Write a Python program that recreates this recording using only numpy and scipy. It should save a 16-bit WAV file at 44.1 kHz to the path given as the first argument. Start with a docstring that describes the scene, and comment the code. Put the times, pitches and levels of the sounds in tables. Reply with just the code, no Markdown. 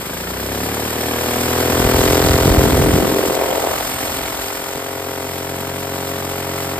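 """Turbocharged single in a garage

A small four-stroke single revs up and holds about 5400 rpm while a phone nears the turbo inlet and backs away.
Each cycle strikes resonances: soft low thump, exhaust crack and pop, valve thud and clack, intake gulp.
Coloured noise, swelling with the cycle, makes clatter, gas hiss, turbo rasp and a metallic tick.
Noise bands flutter as moving air; draught, gusts and slaps buffet the microphone; hard walls add a dull wash."""
import sys
import numpy as np
from scipy import signal
from scipy.fft import rfft, irfft
from scipy.io import wavfile
from scipy.ndimage import uniform_filter1d

SR = 44100
rng = np.random.default_rng(int(sys.argv[2]) if len(sys.argv) > 2 else 0)


def transcribe(signal):
    """Save signal, clipped to [-1, 1], as a 16-bit WAV file at the path in sys.argv[1]."""
    frames = np.atleast_2d(signal).T
    limited = np.clip(frames, -1, 1)
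    pcm = np.round(limited * 32767).astype(np.int16)
    wavfile.write(sys.argv[1], SR, pcm)


N = 299439
TIME_S = np.arange(N) / SR
FREQ_HZ = np.maximum(np.arange(N // 2 + 1) * SR / N, 1e-3)
SIDES = np.array([[1], [-1]])  # left, right


def undb(db):
    """Decibels to gain."""
    return 10 ** (np.asarray(db) / 20)


def unit(x):
    """Scale to rms 1."""
    return x / np.sqrt(np.mean(x ** 2))


def curves(table):
    """Columns of a timed table, interpolated to every sample."""
    time_s, *columns = np.transpose(table)
    return [np.interp(TIME_S, time_s, column) for column in columns]


def colour(points):
    """Gain at every frequency from (Hz, dB) points, linear in log frequency."""
    hz, db = np.transpose(points)
    return undb(np.interp(np.log(FREQ_HZ), np.log(hz), db))


def resonance(hz, width_hz):
    """Band-pass response, squared for steep skirts."""
    detuning = (FREQ_HZ / hz - hz / FREQ_HZ) * hz / width_hz
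    return 1 / (1 + 1j * detuning) ** 2


def walk(rate_hz):
    """Smooth random drift of rms 1, low-passed around rate_hz."""
    noise = rfft(rng.standard_normal(N))
    return unit(irfft(noise * np.exp(-(FREQ_HZ / rate_hz) ** 2), N))


def bump(at_s, length_s):
    """Gaussian swell of peak 1, about length_s long."""
    return np.exp(-2 * ((TIME_S - at_s) / length_s) ** 2)


def puff(cycle, at_turns, length_turns):
    """Swell once per cycle: starts at at_turns, peaks at 1 length_turns later, dies away."""
    age = (cycle - at_turns) % 1 / length_turns
    return age ** 2 * np.exp(2 * (1 - age))


def even(x, span_s=0.013):
    """Divide out the noise's own loudness swings."""
    power = np.mean(x ** 2, axis=0)
    for _ in range(2):
        power = uniform_filter1d(power, int(span_s * SR))
    return x / np.sqrt(power + 1e-9)


# two microphone ports: (frequency [Hz], left minus right [dB], left lead [rad], likeness [0-1])
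PORT_PAIR = [(110, -.5, 0, .975), (280, .2, 0, .8), (650, 2.5, -.1, .3), (1300, 2.8, -.2, .35),
             (1800, .5, .1, .65), (2700, -1.5, 2.7, .72), (3600, -1, 1.7, .45), (5100, 0, 1.3, .55),
             (5900, 0, 3.14, .98), (8200, 0, 6.28, .88), (10750, 0, 9.42, .99), (13600, 0, 12.57, .97),
             (15500, 0, 15.3, .9)]


def port_noise(gain):
    """Coloured stereo noise, rms 1: a shared part offset in phase plus a separate part per port."""
    hz, *columns = np.transpose(PORT_PAIR)
    pan_db, lead_rad, alike = (np.interp(FREQ_HZ, hz, column) for column in columns)
    alike = np.clip(alike, 0, 1)
    noise = rfft(rng.standard_normal((3, N)))
    shared = np.sqrt(alike) * noise[0] * np.exp(.5j * SIDES * lead_rad)
    separate = np.sqrt(1 - alike) * noise[1:]
    return unit(irfft((shared + separate) * gain * undb(SIDES * pan_db / 2), N))


def strokes(cycle, at_turns, modes, gain):
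    """Spectrum of one slightly uneven pulse per cycle, ringing the given modes."""
    turns = np.arange(int(cycle[-1] - at_turns) + 1)
    jitter_s, size_db = (rng.standard_normal((400, 2)) * [.00002, .6])[turns].T
    place = np.clip((np.interp(turns + at_turns, cycle, TIME_S) + jitter_s) * SR, 0, N - 2)
    # split each pulse over two samples for sub-sample timing
    first, late, size = place.astype(int), place % 1, undb(size_db)
    pulses = np.bincount(first, size * (1 - late), N) + np.bincount(first + 1, size * late, N)
    ringing = sum(np.sign(polarity) * undb(db) * resonance(hz, width_hz)
                  for hz, width_hz, db, polarity in modes)
    return rfft(pulses * gain) * ringing


# pulse positions in the cycle [turns]
THUMP_AT, CRACK_AT, EXHAUST_AT = .005, .216, .244
CHINK_AT, VALVE_AT, INTAKE_AT = .556, .565, .571
# modes rung by each pulse: (frequency [Hz], width [Hz], level [dB], polarity [sign])
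CRACK_MODES = [(1410, 1470, -20, -1.0)]
EXHAUST_MODES = [(140.2, 80, -6, -1.0), (467, 460, -8, -1.0), (831, 150, -18, -1.0)]
VALVE_MODES = [(380, 230, 3.5, -1.0)]
CLACK_MODES = [(338, 1450, -14, 1.0), (1430, 1200, -16.5, 1.0), (3100, 460, -43, 1.0)]
INTAKE_MODES = [(67.5, 18.3, 2.4, 1.0), (112.4, 77.5, -1, -1.0), (220, 65, -8, -1.0),
                (359.3, 187, 1.5, 1.0)]
THUMP_MODES = [(445, 440, -17, -1.0)]
# strength of the exhaust-opening crack: (time [s], level [dB])
CRACK_STRENGTH = [(0, 5), (1.7, 1.3), (3.3, 6.1), (6.79, 2.3)]
# strength of the valve clack's hard edge: (time [s], level [dB])
CLACK_STRENGTH = [(0, -17), (1.6, -3), (2.3, 2), (3.3, -1), (3.9, 6.5), (4.5, 2.5), (6.79, -1.5)]
# beat against phone place: (time [s], beat re engine loudness [dB], bass [dB], valve thud [dB])
PHONE_PLACE = [(0, 2, -1, -5.5), (.6, 6.5, 1.5, -4.5), (1.1, 4.5, 0, -2.5), (1.75, 5, 2.5, 1.5),
               (2.3, 5, 3, 3.5), (2.75, 6, -6.5, -1), (3.25, 4, -12, 1), (3.65, 0, -12, 0),
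               (3.88, -2.5, -5, -1), (4.25, -1, -5.5, 0), (4.62, 2, -12, 1.5), (5, 4, -2, 3),
               (5.4, 3.5, 1.5, 2), (6.79, 6.5, -2, -2)]
# beat's stereo balance: (frequency [Hz], left minus right [dB])
BEAT_BALANCE = [(130, -.7), (220, -.8), (380, .2), (700, 4), (1280, 4), (2300, -2)]
# standing waves between engine, floor and ducting:
# (frequency [Hz], level at first place [dB], level later [dB])
STANDING_WAVES = [(55.3, 15, 5), (71, -3.5, -8), (89.4, 4.5, 4.5), (136, -3, 1.5), (182, -1, -5),
                  (250, 7.5, 2.5), (299, -0.5, 5), (354, 0.5, -6), (415.5, 5, 5.5), (433, -0.5, 5),
                  (483, 5.5, 0), (546, 4.5, 5), (614, 2.5, -1), (656, 3.5, 8.5), (720, 6.5, 5), (810, 4, 6),
                  (900, -5, -1.5), (924, 7, 5.5), (1140, 0, 0.5), (1350, 1, 1.5), (1820, 4, -5),
                  (2000, -27, 2.5), (2270, -13, -9)]
MOVE_FROM_S, MOVE_TO_S = 1.3, 2.2  # phone leaves its first place


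def beat(cycle):
    """Exhaust crack and pop, valve thud and clack, intake gulp and a soft low thump ring once a cycle."""
    place_db, _, valve_db = curves(PHONE_PLACE)
    spectrum = (strokes(cycle, CRACK_AT, CRACK_MODES, undb(curves(CRACK_STRENGTH)[0]))
                + strokes(cycle, EXHAUST_AT, EXHAUST_MODES, 0.99)
                + strokes(cycle, VALVE_AT, VALVE_MODES, undb(valve_db))
                + strokes(cycle, VALVE_AT, CLACK_MODES, undb(curves(CLACK_STRENGTH)[0]))
                + strokes(cycle, INTAKE_AT, INTAKE_MODES, 0.97)
                + strokes(cycle, THUMP_AT, THUMP_MODES, 1))
    spectrum = spectrum * colour(BEAT_BALANCE) ** (SIDES / 2)
    hz, *places = np.transpose(STANDING_WAVES)
    first, later = (irfft(spectrum * colour(np.c_[hz, db]), N) for db in places)
    moved = np.interp(TIME_S, [MOVE_FROM_S, MOVE_TO_S], [0, 1])
    return unit((1 - moved) * first + moved * later) * undb(place_db)


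def thin(x, bass_hz=260):
    """Rescale the bass by phone place: close to the inlet the engine loses it."""
    bass = irfft(rfft(x) / (1 + np.square(FREQ_HZ / bass_hz) ** 2), N)
    return x + (undb(curves(PHONE_PLACE)[1]) - 1) * bass


# level of the hollow boom: (time [s], level [dB])
BOOM_STRENGTH = [(0, -34), (.95, -31.5), (1.3, -61), (5, -66), (5.6, -43)]


def boom(cycle, hz=176, width_hz=32):
    """Each exhaust pop rings one narrow hollow mode, lost as the phone moves in."""
    ringing = irfft(strokes(cycle, EXHAUST_AT, [(hz, width_hz, 0, 1)], 1), N)
    return unit(ringing) * undb(curves(BOOM_STRENGTH)[0])


# rattle colour: (frequency [Hz], level per Hz [dB])
CLATTER_COLOUR = [(25, -50), (50, -20), (100, -30), (180, -2), (260, 5.5), (360, -5.5), (700, 0.5),
                  (1100, -1), (1700, -5), (2400, -4), (3300, -8), (5000, -37), (9000, -46)]
SHAKE_AT = .22  # turns


def clatter(cycle, swell=1.23, length_turns=0.12, db=1.06, uneven_db=1.1):
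    """Casing, chain and ducting rattle: steady noise shaken unevenly just after each exhaust opening."""
    sizes = undb(uneven_db * rng.standard_normal(int(cycle[-1]) + 2))
    firing = sizes[(cycle - SHAKE_AT + 1).astype(int)]
    shake = 1 + swell * firing * puff(cycle, SHAKE_AT, length_turns)
    return unit(port_noise(colour(CLATTER_COLOUR)) * shake) * undb(db)


# tick colour: (frequency [Hz], level per Hz [dB])
CHINK_COLOUR = [(500, -26), (1000, 7), (1800, -5), (2600, 9.5), (3500, 9), (4500, 2.5), (5300, -23),
                (6500, 11), (9000, 0), (15000, -22)]
# tick level at the phone: (time [s], level [dB])
CHINK_STRENGTH = [(0, -60), (1.4, -53), (2.1, -30), (3.0, -38), (4.2, -36), (4.8, -43), (6.79, -46)]


def chink(cycle, length_turns=0.026, uneven_db=2.5):
    """Short bright noise burst with every valve clack: a metallic tick, loudest beside the turbo."""
    tick = port_noise(colour(CHINK_COLOUR)) * puff(cycle, CHINK_AT, length_turns)
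    return unit(tick * undb(uneven_db * walk(40))) * undb(curves(CHINK_STRENGTH)[0])


# rasp swells with boost, fades as the engine settles
RASP_DB, RASP_PEAK_S, RASP_HOLD_S = -29, 2.08, 0.26
RASP_RISE_DB_PER_S, RASP_FALL_DB_PER_S = 24, 24
# whistle when the phone faces the inlet: (peak time [s], length [s], pitch at peak [Hz], level [dB])
WHISTLE_SWELLS = [(2.87, 0.14, 8900, -36.5), (3.96, 0.32, 8680, -38.5)]
WHISTLE_SAG_HZ_PER_S = 550


def turbo(cycle, rasp_hz=4600, rasp_width_hz=3600, length_turns=0.076, uneven_db=1, blur_hz=260):
    """Blowdown rasps through the turbine as pulsed band noise; the wheel adds a breathy, sagging whistle."""
    rising_s = np.maximum(RASP_PEAK_S - TIME_S, 0)
    falling_s = np.maximum(TIME_S - RASP_PEAK_S - RASP_HOLD_S, 0)
    rasp_db = RASP_DB - RASP_RISE_DB_PER_S * rising_s - RASP_FALL_DB_PER_S * falling_s
    rasp = port_noise(resonance(rasp_hz, rasp_width_hz)) * puff(cycle, 0.15, length_turns)
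    out = unit(rasp * undb(uneven_db * walk(35))) * undb(rasp_db)
    for at_s, length_s, hz, db in WHISTLE_SWELLS:
        turns = np.cumsum(hz - WHISTLE_SAG_HZ_PER_S * (TIME_S - at_s)) / SR
        whistle = unit(walk(blur_hz) * np.sin(2 * np.pi * turns))
        out = out + whistle * bump(at_s, length_s) * undb(db)
    return out


# hiss colour: (frequency [Hz], level per Hz [dB])
HISS_COLOUR = [(800, 5), (2000, -6), (2700, 4), (4000, 5), (5300, 4.5), (6700, 3.5), (8700, 4), (10700, 1),
               (12600, 8), (14000, 3), (15500, -5)]


def hiss(cycle, swell=0.47, flicker_db=1.0, db=1.08):
    """Steady cooling-air noise plus a gust of gas through the turbo each exhaust stroke."""
    flow = (1 + swell * puff(cycle, 0.29, 0.1)) * undb(flicker_db * walk(33))
    return unit(port_noise(colour(HISS_COLOUR)) * flow) * undb(db)


# airstream flutter: (time [s], centre [Hz], level [dB])
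FLUTTER_PATH = [(1.55, 251, -54), (1.85, 285, -36), (2.35, 295, -31), (2.55, 298, -18), (3.03, 273, -16.5),
                (3.22, 328, -21.5), (3.42, 516, -21.5), (3.72, 604, -22), (3.86, 596, -33),
                (3.96, 560, -39), (4.06, 530, -29.5), (4.3, 550, -50)]
SURGE_AT, GULP_AT = .21, .54  # air surges out, in [turns]


def airstream(cycle, pulses, gust_db=2.0, exhaust_swell=1.3, intake_swell=2.2, length_turns=0.08,
              octaves=0.33, throb_db=-7):
    """Air at the phone: noise and beat in a moving band, the noise surging with exhaust and intake."""
    centre_hz, flutter_db = curves(FLUTTER_PATH)
    eddies, throb, spectrum = 0, 0, rfft(pulses)
    for hz in 200 * 2 ** np.arange(0, 2.1, .5):
        band = resonance(hz, hz * 0.69)
        share = np.exp(-.5 * (np.log2(hz / centre_hz) / octaves) ** 2)
        eddies = eddies + share * port_noise(band)
        throb = throb + share * unit(irfft(spectrum * np.abs(band), N))
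    surges = (1 + exhaust_swell * puff(cycle, SURGE_AT, length_turns)
              + intake_swell * puff(cycle, GULP_AT, length_turns))
    flutter = unit(even(eddies) * surges * undb(gust_db * walk(75.0)))
    return (flutter + undb(throb_db) * unit(throb)) * undb(flutter_db)


# steady draught while the phone is close: (time [s], level [dB])
DRAUGHT_LEVEL = [(1.62, -56), (1.8, -35), (2.3, -26), (2.92, -19.5), (3.08, -36.5), (3.6, -38.5),
                 (4.45, -39.5), (4.7, -46)]
# single gusts: (peak time [s], level [dB], small eddies re big [dB])
GUST_PEAKS = [(1.735, -25, -8), (1.817, -16, -17), (1.857, -11, -13), (1.95, -16, -12), (2.0, -17, -5),
              (2.092, -15, -7), (2.255, -12.5, -13), (2.307, -12, -16), (2.347, -16, -6), (2.419, -20, -15),
              (2.476, -18, 7), (2.515, -9.5, -14), (2.586, -10.5, -0.5), (2.738, -18, -1), (2.8, -18, 3),
              (2.844, -19, 5), (2.941, -12.5, -7), (2.996, -23, -2), (4.76, -34, 5)]
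GUST_RISE_S, GUST_FALL_S = .013, .024
# buffet colour: (frequency [Hz], level per Hz [dB])
BUFFET_COLOUR = [(15, -39), (28, -10), (42, 0), (65, 7), (100, 0.5), (140, -.5), (250, -18.5), (500, -17),
                 (1500, -45)]


def rumble(split_hz=115, patchy_db=2, patchy_hz=25, edge_s=0.085, small_eddies_db=-3):
    """Draught and gusts buffet the microphone: big eddies are low noise, small ones higher noise."""
    start_s, end_s = DRAUGHT_LEVEL[0][0], DRAUGHT_LEVEL[-1][0]
    inside = np.clip(np.minimum(TIME_S - start_s, end_s - TIME_S) / edge_s, 0, 1)
    big = undb(curves(DRAUGHT_LEVEL)[0] + patchy_db * walk(patchy_hz)) * inside
    small = big * undb(small_eddies_db)
    for at_s, db, small_db in GUST_PEAKS:
        gust = undb(db) * bump(at_s, np.where(TIME_S < at_s, GUST_RISE_S, GUST_FALL_S))
        big, small = np.hypot(big, gust), np.hypot(small, gust * undb(small_db))
    low = 1 / (1 + np.square(FREQ_HZ / split_hz) ** 2)
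    big_noise = even(port_noise(colour(BUFFET_COLOUR) * np.sqrt(low)))
    small_noise = even(port_noise(colour(BUFFET_COLOUR) * np.sqrt(1 - low)))
    return big * big_noise + small * small_noise


# air puffs slapping the microphone: (time [s], peak level [dB])
SLAP_PEAKS = [(1.801, -5), (1.852, -12), (2.091, -13), (2.345, -11), (2.458, 2), (2.478, -9), (2.584, -6),
              (2.64, -9), (4.76, -22)]
SLAP_HZ, SLAP_WIDTH_HZ = 171, 420


def slaps():
    """Each puff is one quick pressure swing, a dull thud alike at both ports."""
    swing = -resonance(SLAP_HZ, SLAP_WIDTH_HZ)
    blows = sum(undb(db) * np.exp(-2j * np.pi * FREQ_HZ * at_s) for at_s, db in SLAP_PEAKS)
    return irfft(blows * swing, N) / np.abs(irfft(swing, N)).max()


def garage(x, t60_s, db, first_s=0.004, dull_hz=2500):
    """Hard walls and floor: convolve with decaying dull noise whose long waves reach both ports alike."""
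    tail = rng.standard_normal((2, N)) * undb(-60 * TIME_S / t60_s) * (TIME_S > first_s)
    response = rfft(tail / np.sqrt(np.sum(tail ** 2) / 2)) / (1 + 1j * FREQ_HZ / dull_hz)
    apart = FREQ_HZ / np.hypot(FREQ_HZ, 600)
    response = apart * response + (1 - apart) * response.mean(axis=0)
    return undb(db) * irfft(rfft(x.mean(axis=0)) * response, N)


# crank speed: (time [s], firing rate [Hz])
FIRING_RATE = [(0, 21.38), (0.15, 27.98), (0.4, 32.7), (0.6, 35.36), (0.7, 36.49), (0.9, 38.07),
               (1.3, 40.59), (1.8, 41.83), (1.9, 42.36), (2.6, 43.88), (2.9, 42.95), (3.1, 43.66),
               (3.4, 43.68), (3.5, 43.94), (3.8, 43.8), (4.0, 44.14), (4.1, 44.55), (4.3, 43.87),
               (4.7, 44.73), (5.1, 44.59), (5.2, 44.15), (5.3, 44.72), (5.4, 44.39), (5.6, 44.62),
               (5.8, 45.26), (5.9, 45.1), (6.3, 45.18), (6.5, 44.81), (6.6, 45.09), (6.79, 44.69)]
WANDER_TURNS, WANDER_HZ = .0013, 6  # crank runs ahead or behind: rms, rate
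# engine balance at the phone: (time [s], left minus right [dB])
ENGINE_AIM = [(0, 1.1), (1.3, 0.6), (2.8, 1), (3.7, -0.5), (4.9, 1.1), (6.79, 0.8)]
# engine loudness, followed by beat, clatter and hiss: (time [s], level [dB])
ENGINE_LOUDNESS = [(0.05, -31), (0.23, -30.5), (1.6, -24), (1.99, -22), (3.44, -27), (4.13, -27.5),
                   (5.01, -32.5), (6.68, -30), (6.7, -30.5)]


def scene():
    """An unsteady crank drives every engine layer; room, moving air and buffeting are added."""
    cycle = np.cumsum(curves(FIRING_RATE)[0]) / SR + WANDER_TURNS * walk(WANDER_HZ)
    pulses = beat(cycle)
    body = thin(pulses + clatter(cycle)) * undb(SIDES * curves(ENGINE_AIM)[0] / 2)
    running = (body + hiss(cycle)) * undb(curves(ENGINE_LOUDNESS)[0])
    engine = running + turbo(cycle) + chink(cycle) + boom(cycle)
    room = garage(engine, t60_s=.35, db=-21)
    return engine + room + airstream(cycle, pulses) + rumble() + slaps()


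LOW_CUT_HZ, TOP_HZ = 40, 15500


def record(dry):
    """The phone drops the deepest bass, rounds the loudest peaks and cuts the top."""
    lean = irfft(rfft(dry) / np.sqrt(1 + np.square(LOW_CUT_HZ / FREQ_HZ) ** 4), N)
    rounded = lean / (1 + lean ** 4) ** .25
    top_cut = signal.ellip(10, .2, 80, TOP_HZ, fs=SR, output="sos")
    return signal.sosfilt(top_cut, rounded)


dry = scene()
out = record(dry)
transcribe(out)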